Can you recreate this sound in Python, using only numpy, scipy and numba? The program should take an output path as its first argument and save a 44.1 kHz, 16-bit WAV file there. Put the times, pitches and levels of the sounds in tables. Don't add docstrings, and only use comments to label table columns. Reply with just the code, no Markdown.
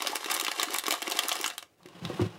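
import sys
import numpy as np
from scipy import signal
from scipy.fft import rfft, irfft
from scipy.io import wavfile
from scipy.ndimage import uniform_filter1d
from numba import njit

SR = 44100
rng = np.random.default_rng(int(sys.argv[2]) if len(sys.argv) > 2 else 0)


def generate_wav(signal):
    frames = np.transpose(np.atleast_2d(signal))
    scaled = np.clip(frames, -1, 1) * 32767
    pcm = np.round(scaled).astype(np.int16)
    wavfile.write(sys.argv[1], SR, pcm)


def rack_gain(trim_db):
    fader = np.asarray(trim_db, float)
    return 10 ** (fader / 20)


N = 104958
TIME_S = np.arange(N) / SR
LET_GO_S = 1.68

# time_s, crinkle_db
EFFORT = [(0, -41), (.09, -41.5), (.21, -46), (.29, -43.5), (.32, -34), (.45, -43.5), (.56, -44.5),
          (.63, -40.5), (.68, -42.5), (.75, -39), (.82, -50.5), (.92, -35), (1.005, -48.5), (1.12, -38.5),
          (1.27, -42), (1.33, -39.5), (1.46, -42.5), (1.56, -54)]
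# pitch_hz, level_db, fade_s (time to fall 60 dB)
BODY = [(108, 0.5, 0.18), (156, -5, 0.152), (176.5, 1.5, 0.13), (211, -15, 0.085), (309, -1, 0.118),
        (362, 4.5, 0.12), (489, 0.5, 0.055), (556, -3, 0.053), (752, 2, 0.075), (930, 6.5, 0.068),
        (1158, 16, 0.039), (1400, 7, 0.064)]


def noise():
    return rng.standard_normal(N)


def unit(x):
    return x / np.sqrt(np.mean(x ** 2))


def high(x, hz, order):
    return signal.sosfilt(signal.butter(order, hz, "high", fs=SR, output="sos"), x)


def colour(x, points):
    point_hz, point_db = np.array(points).T
    f = np.maximum(np.arange(N // 2 + 1) * SR / N, 1)
    gain_db = np.interp(np.log(f), np.log(point_hz), point_db)
    return irfft(rfft(x) * rack_gain(gain_db), N)


def curve(table):
    time_s, level_db = np.array(table).T
    before_db = level_db[0] - 60 * (time_s[0] > 0)
    return np.interp(TIME_S, time_s, level_db, left=before_db, right=level_db[-1])


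def walk(rate):
    hold = int(SR / rate)
    steps = np.repeat(rng.standard_normal(N // hold + 1), hold)
    return unit(uniform_filter1d(steps, hold // 2 + 1)[:N])


@njit
def grains(out, start, hz, t60, size, sr):
    y = out.copy()
    for g in range(len(start)):
        first = int(start[g] * sr)
        length = int(t60[g] * sr) + 2
        turn = np.exp(2j * np.pi * hz[g] / sr - np.log(1000.) / length)
        z = size[g] + 0j
        for k in range(max(first, 0), min(first + length, len(y))):
            z *= turn
            y[k] += z.imag
    return y


def ring(start, hz, t60, size):
    settings = np.broadcast_arrays(start, np.clip(hz, 40, .45 * SR), t60, size)
    return grains(np.zeros(N), *[np.ravel(v) * 1. for v in settings], 1. * SR)


def snaps(table, count=70):
    start_s, peak_db, hz, treble_db = np.array(table).T[:, :, None]
    peak_db = peak_db - 11
    fade_s = .004
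    u = rng.random((len(table), count, 3))
    f = 600 + 15300 * ((np.arange(count) + u[..., 0]) / count) ** 1.474
    tilt = np.clip(np.log2(f / 4000), 0, 1) * (treble_db + 9)
    tilt -= 8 * np.clip(np.log2(hz / f), 0, 3)
    tilt -= 3 * np.clip(np.log2(f / hz), 0, 1)
    tilt -= 4 * np.clip(np.log2(f / 8000), 0, 1)
    tilt += 1.5 * np.cos(2 * np.pi * np.log2(f / hz) / (1 + u[:, :1, 2]))
    late_s = -.0012 * np.log(1 - u[..., 1])
    sign = np.sign(u[..., 2] - .5)
    spray = ring(start_s + late_s, f, fade_s * (4000 / f) ** .5, rack_gain(peak_db + tilt) * sign)
    note = ring(start_s + np.array([0, .001]), hz, 2 * fade_s, rack_gain(peak_db - 4))
    return spray + note


def film_snaps():
    bag_snaps = [(0.0214, -15, 4540, -10), (0.0473, -24, 2950, -22), (0.0707, -8.5, 4730, -17.5),
                 (0.1321, -50, 2200, -10), (0.156, -17.5, 2730, -3), (0.2299, -29, 2310, -25),
                 (0.2438, -18.5, 3750, -14), (0.2598, -19.5, 2240, -14.5), (0.3002, -17.5, 2260, -14),
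                 (0.3142, -15.5, 4570, -4.5), (0.3386, -26, 8360, -6.5), (0.3476, -16, 2470, -7),
                 (0.3985, -12.5, 4150, -9), (0.4106, -20, 2800, -1), (0.4479, -16, 4780, -10.5),
                 (0.4658, -16, 2420, -17), (0.4813, -11, 3000, -23), (0.5157, -12, 4070, -17),
                 (0.5975, -10.5, 3500, -16.5), (0.6155, -11.5, 4430, -25), (0.6305, -13, 2300, -5),
                 (0.7058, -24, 3810, -8), (0.7417, -22, 2400, 2.5), (0.7851, -15.5, 3240, -3),
                 (0.838, -20.5, 2480, -11.5), (0.8586, -21.5, 2310, -15), (0.8661, -13.5, 5370, -16),
                  (0.8818, -17, 1970, -5.5), (0.9077, -10, 3330, -9.5), (1.0258, -18.5, 3400, -10.5),
                  (1.0715, -19.5, 2340, -31.5), (1.078, -14.5, 2580, -17), (1.0997, -27, 6800, 0),
                  (1.1124, -16.5, 3060, -10.5), (1.1198, -11.5, 4440, -14), (1.17, -16, 4900, -16.5),
                  (1.1899, -7, 3300, -10.5), (1.2348, -17, 2700, -11), (1.284, -21, 9400, 1),
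                  (1.292, -12.5, 4420, -12), (1.3159, -13.5, 2980, -22), (1.3545, -24, 1750, -3.5),
                  (1.3664, -18, 5000, -20.5), (1.4121, -23.5, 2220, -0.5), (1.4423, -11, 2450, -16.5),
                  (1.4612, -9.5, 6660, -16.5), (1.501, -22, 2750, -16.5), (1.58, -20, 3710, -7.5),
                  (1.5904, -32.5, 3970, -20), (1.6259, -29, 2320, -13.5),
                 (.0044, -17.5, 2230, -39), (.0618, -18, 2910, -19), (.0795, -19.5, 4760, -10.5),
               (.1527, -32, 2690, 0), (.1654, -22, 2440, -8.5), (.2859, -20, 1490, -25),
               (.3035, -19, 1800, -12), (.3095, -21, 4000, -5), (.3168, -13.5, 2300, -10),
               (.3315, -23, 2430, -25), (.3415, -17.5, 9200, -3.5), (.365, -18, 4870, -12),
               (.3755, -23.5, 1400, -10), (.4368, -22.5, 2680, -10), (.5861, -20.5, 2000, -27),
               (.6841, -22.5, 1420, -25), (.7344, -19, 2480, -12), (.7463, -17, 2310, -23),
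               (.7608, -19.5, 2520, -5), (.7945, -23, 3240, -5), (.874, -29.5, 1400, -13),
               (.9169, -21, 3000, -7), (.9239, -17, 2960, -4.5), (.939, -16.5, 1460, -15),
               (1.0194, -21, 2200, -7.5), (1.3198, -13, 3450, -23), (1.3268, -15, 6170, -12),
               (1.389, -23.5, 4900, -14), (1.397, -30, 3030, -30), (1.401, -28, 6700, -12),
               (1.4296, -24, 6000, -18), (1.4531, -20, 6540, -18), (1.4781, -20.5, 2920, -5),
               (1.5088, -25.5, 1900, -21), (1.5364, -35, 1390, -22)]
    ticks = [
        (1.831, -41.5, 4300, -18),
        (1.8594, -36, 2300, -14.5),
        (1.8856, -38, 2300, -15),
        (2.051, -19.5, 3770, -23),
        (2.2154, -27.5, 1500, -14.5),
    ]
    return snaps(np.vstack([bag_snaps, ticks]))


def small_snaps(count=260):
    u = rng.random((count, 4))
    start_s = (np.arange(count) + u[:, 0]) / count * 1.55
    effort_db = curve(EFFORT)[(start_s * SR).astype(int)]
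    peak_db = effort_db + 11.5 + 12 * (u[:, 1] - .5)
    return snaps(np.c_[start_s, peak_db, 700 * 9. ** u[:, 2], -27 + 20 * u[:, 3]], count=24)


def crinkle(count=16000):
    # pitch_hz, level_db (per Hz)
    film_tone = [(120, -38), (255, -16.5), (380, 4.5), (558, 0.5), (3020, -3), (13300, -11.5),
                 (16000, -48.5)]
    u = rng.random((count, 3))
    start_s = u[:, 0] * LET_GO_S
    f = 250 * 58.0 ** (u[:, 1] ** 0.61)
    clump = rack_gain(3.5 * np.clip(walk(250), -2, 2) + 2 * walk(39.62))
    size = rack_gain(-3 * np.log(1 - .98 * u[:, 2]))
    size = size * clump[(start_s * SR).astype(int)] * (f / 3000) ** 0.85
    tiny_creases = ring(start_s, f, 3.9 / f, size)
    film = unit(colour(tiny_creases, film_tone))
    rustle = rack_gain(-7) * unit(colour(noise(), film_tone))
    let_go = np.clip((LET_GO_S - TIME_S) * 10, 0, 1)
    return (film + rustle) * rack_gain(curve(EFFORT) - 2) * let_go


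def knocks():
    # start_s, peak_db, ring_hz
    roll_hits = [(0.02, -23, 1010), (0.05, -24, 587), (0.096, -28.5, 376), (0.132, -22, 864),
                 (0.155, -25.5, 440), (0.23, -30.5, 960), (0.259, -25.5, 419), (0.284, -31, 1090),
                 (0.302, -29, 1210), (0.375, -27, 1156), (0.426, -27.5, 396), (0.481, -43, 1230),
                 (0.543, -35, 1110), (0.585, -30.5, 400), (0.596, -23.5, 1110), (0.628, -28.5, 405),
                 (0.672, -32, 293), (0.698, -27.5, 415), (0.731, -31, 425), (0.746, -29, 980),
                 (0.837, -33.5, 415), (0.881, -19, 1106), (0.881, -21, 426), (0.924, -22.5, 697),
                 (0.938, -40, 1260), (1.024, -31, 370), (1.078, -25.5, 368), (1.118, -28.5, 412),
                 (1.15, -27.5, 430), (1.188, -34.5, 977), (1.249, -29.5, 363), (1.289, -22.5, 1320),
                 (1.317, -22.5, 640), (1.4, -26.5, 400), (1.44, -36, 1150), (1.46, -20.5, 1360)]
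    start_s, peak_db, hz = np.array(roll_hits).T[:, :, None]
    peak_db = peak_db - 1
    u = rng.standard_normal((len(roll_hits), 2))
    f = hz * np.array([1, 2.6]) * np.exp(np.array([0, .3]) * u[:, :1])
    roll = ring(start_s, f, 0.025 * (600 / f) ** 0.53, rack_gain(peak_db + np.array([0, -23])))
    floor = ring(start_s, 385 * np.exp(0.071 * u[:, 1:]), 0.036, rack_gain(peak_db - 21))
    return roll + floor


def drawer_bumps():
    # start_s, level_db, most_struck_tone_hz
    bump_hits = [(1.805, -56, 930), (1.856, -39, 351), (1.904, -51, 368), (2.021, -28.5, 164),
                 (2.044, -27, 175), (2.057, -23, 125), (2.099, -21.5, 490), (2.136, -29.5, 200),
                 (2.194, -32, 995), (2.196, -18.5, 360), (2.208, -11.5, 108), (2.219, -17.5, 416),
                 (2.243, -35.5, 346), (2.258, -22.5, 153), (2.337, -48, 300)]
    hz, body_db, fade_s = np.array(BODY).T
    start_s, hit_db, struck_hz = np.array(bump_hits).T[:, :, None]
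    focus_db = -19 * np.abs(np.log2(hz / struck_hz))
    rings = ring(start_s, hz, fade_s, rack_gain(hit_db + body_db + focus_db))
    push = np.sin(np.pi * np.clip(np.arange(200) / SR / 0.00061, 0, 1)) ** 2
    return high(np.convolve(rings, push / push.sum())[:N] / 2, 92., order=4)


def shaken(roughness, response):
    return unit(signal.fftconvolve(noise() * roughness, response)[:N])


def drawer_slide():
    # time_s, level_db
    slide_speed = [
        (1.77, -89),
        (1.82, -66),
        (1.9, -57.5),
        (2.0, -52),
        (2.06, -43.5),
        (2.17, -43.5),
        (2.23, -40.5),
        (2.3, -51.5),
        (2.38, -51.5),
    ]
    # pitch_hz, level_db (per Hz)
    runner_tone = [(180, -32), (300, -1), (1060, -9.5), (1720, -15), (2930, -14), (16000, -38)]
    # pitch_hz, level_db, fade_s
    rail_modes = [(1050, 4, 0.043), (1900, -5, 0.053), (2580, -5, 0.057), (2850, -4, 0.081),
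                  (3400, -19, .07)]
    hz, body_db, fade_s = np.array(BODY).T
    rumble_db = body_db - 17 * np.abs(np.log2(hz / 175))
    box = shaken(rack_gain(0.97 * walk(52)), ring(0, hz, fade_s, rack_gain(rumble_db))[:SR // 2])
    grind = unit(colour(noise() * rack_gain(1.77 * walk(100)), runner_tone))
    rail_hz, rail_db, rail_fade_s = np.array(rail_modes).T
    rail = shaken(rack_gain(3.3 * walk(150)), ring(0, rail_hz, rail_fade_s, rack_gain(rail_db))[:SR // 4])
    speed = rack_gain(curve(slide_speed))
    return high(speed * box * rack_gain(-2.5), 92., order=4) + speed * (grind + rack_gain(-9) * rail)


def tail(x, t60, db):
    t = np.arange(int(SR * t60)) / SR
    echoes = rng.standard_normal(len(t)) * rack_gain(-60 * t / t60) * np.minimum(t / 0.00037, 1)
    echoes = signal.lfilter(*signal.butter(1, 7500, fs=SR), echoes)
    echoes = echoes / np.sqrt(np.sum(echoes ** 2))
    return rack_gain(db) * signal.fftconvolve(x, echoes)[:N]


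def room_tone():
    # pitch_hz, level_db (per Hz)
    quiet_tone = [(40, 8.5), (90, 2), (230, -2), (419, 2.5), (1020, -11), (2380, -13.5), (12300, -24),
                  (16000, -22)]
    return unit(colour(noise() * rack_gain(1.5 * walk(36)), quiet_tone)) * rack_gain(-65)


def scene():
    bag = high(film_snaps() + small_snaps() + crinkle() + knocks(), 268.0, order=4)
    near = bag + tail(bag, t60=0.075, db=-11) + drawer_bumps() + drawer_slide()
    room = tail(high(near, 340.0, order=1), t60=0.2, db=-14)
    return (near + room + room_tone())[None]


def roll_off(x):
    return signal.sosfilt(signal.butter(12, 16800, fs=SR, output="sos"), x)


def record(dry):
    treble_cut = signal.ellip(6, .5, 28, 15750, fs=SR, output="sos")
    x = signal.sosfilt(treble_cut, high(dry, 85., order=3))
    return roll_off(x)


dry = scene()
out = record(dry)
generate_wav(out)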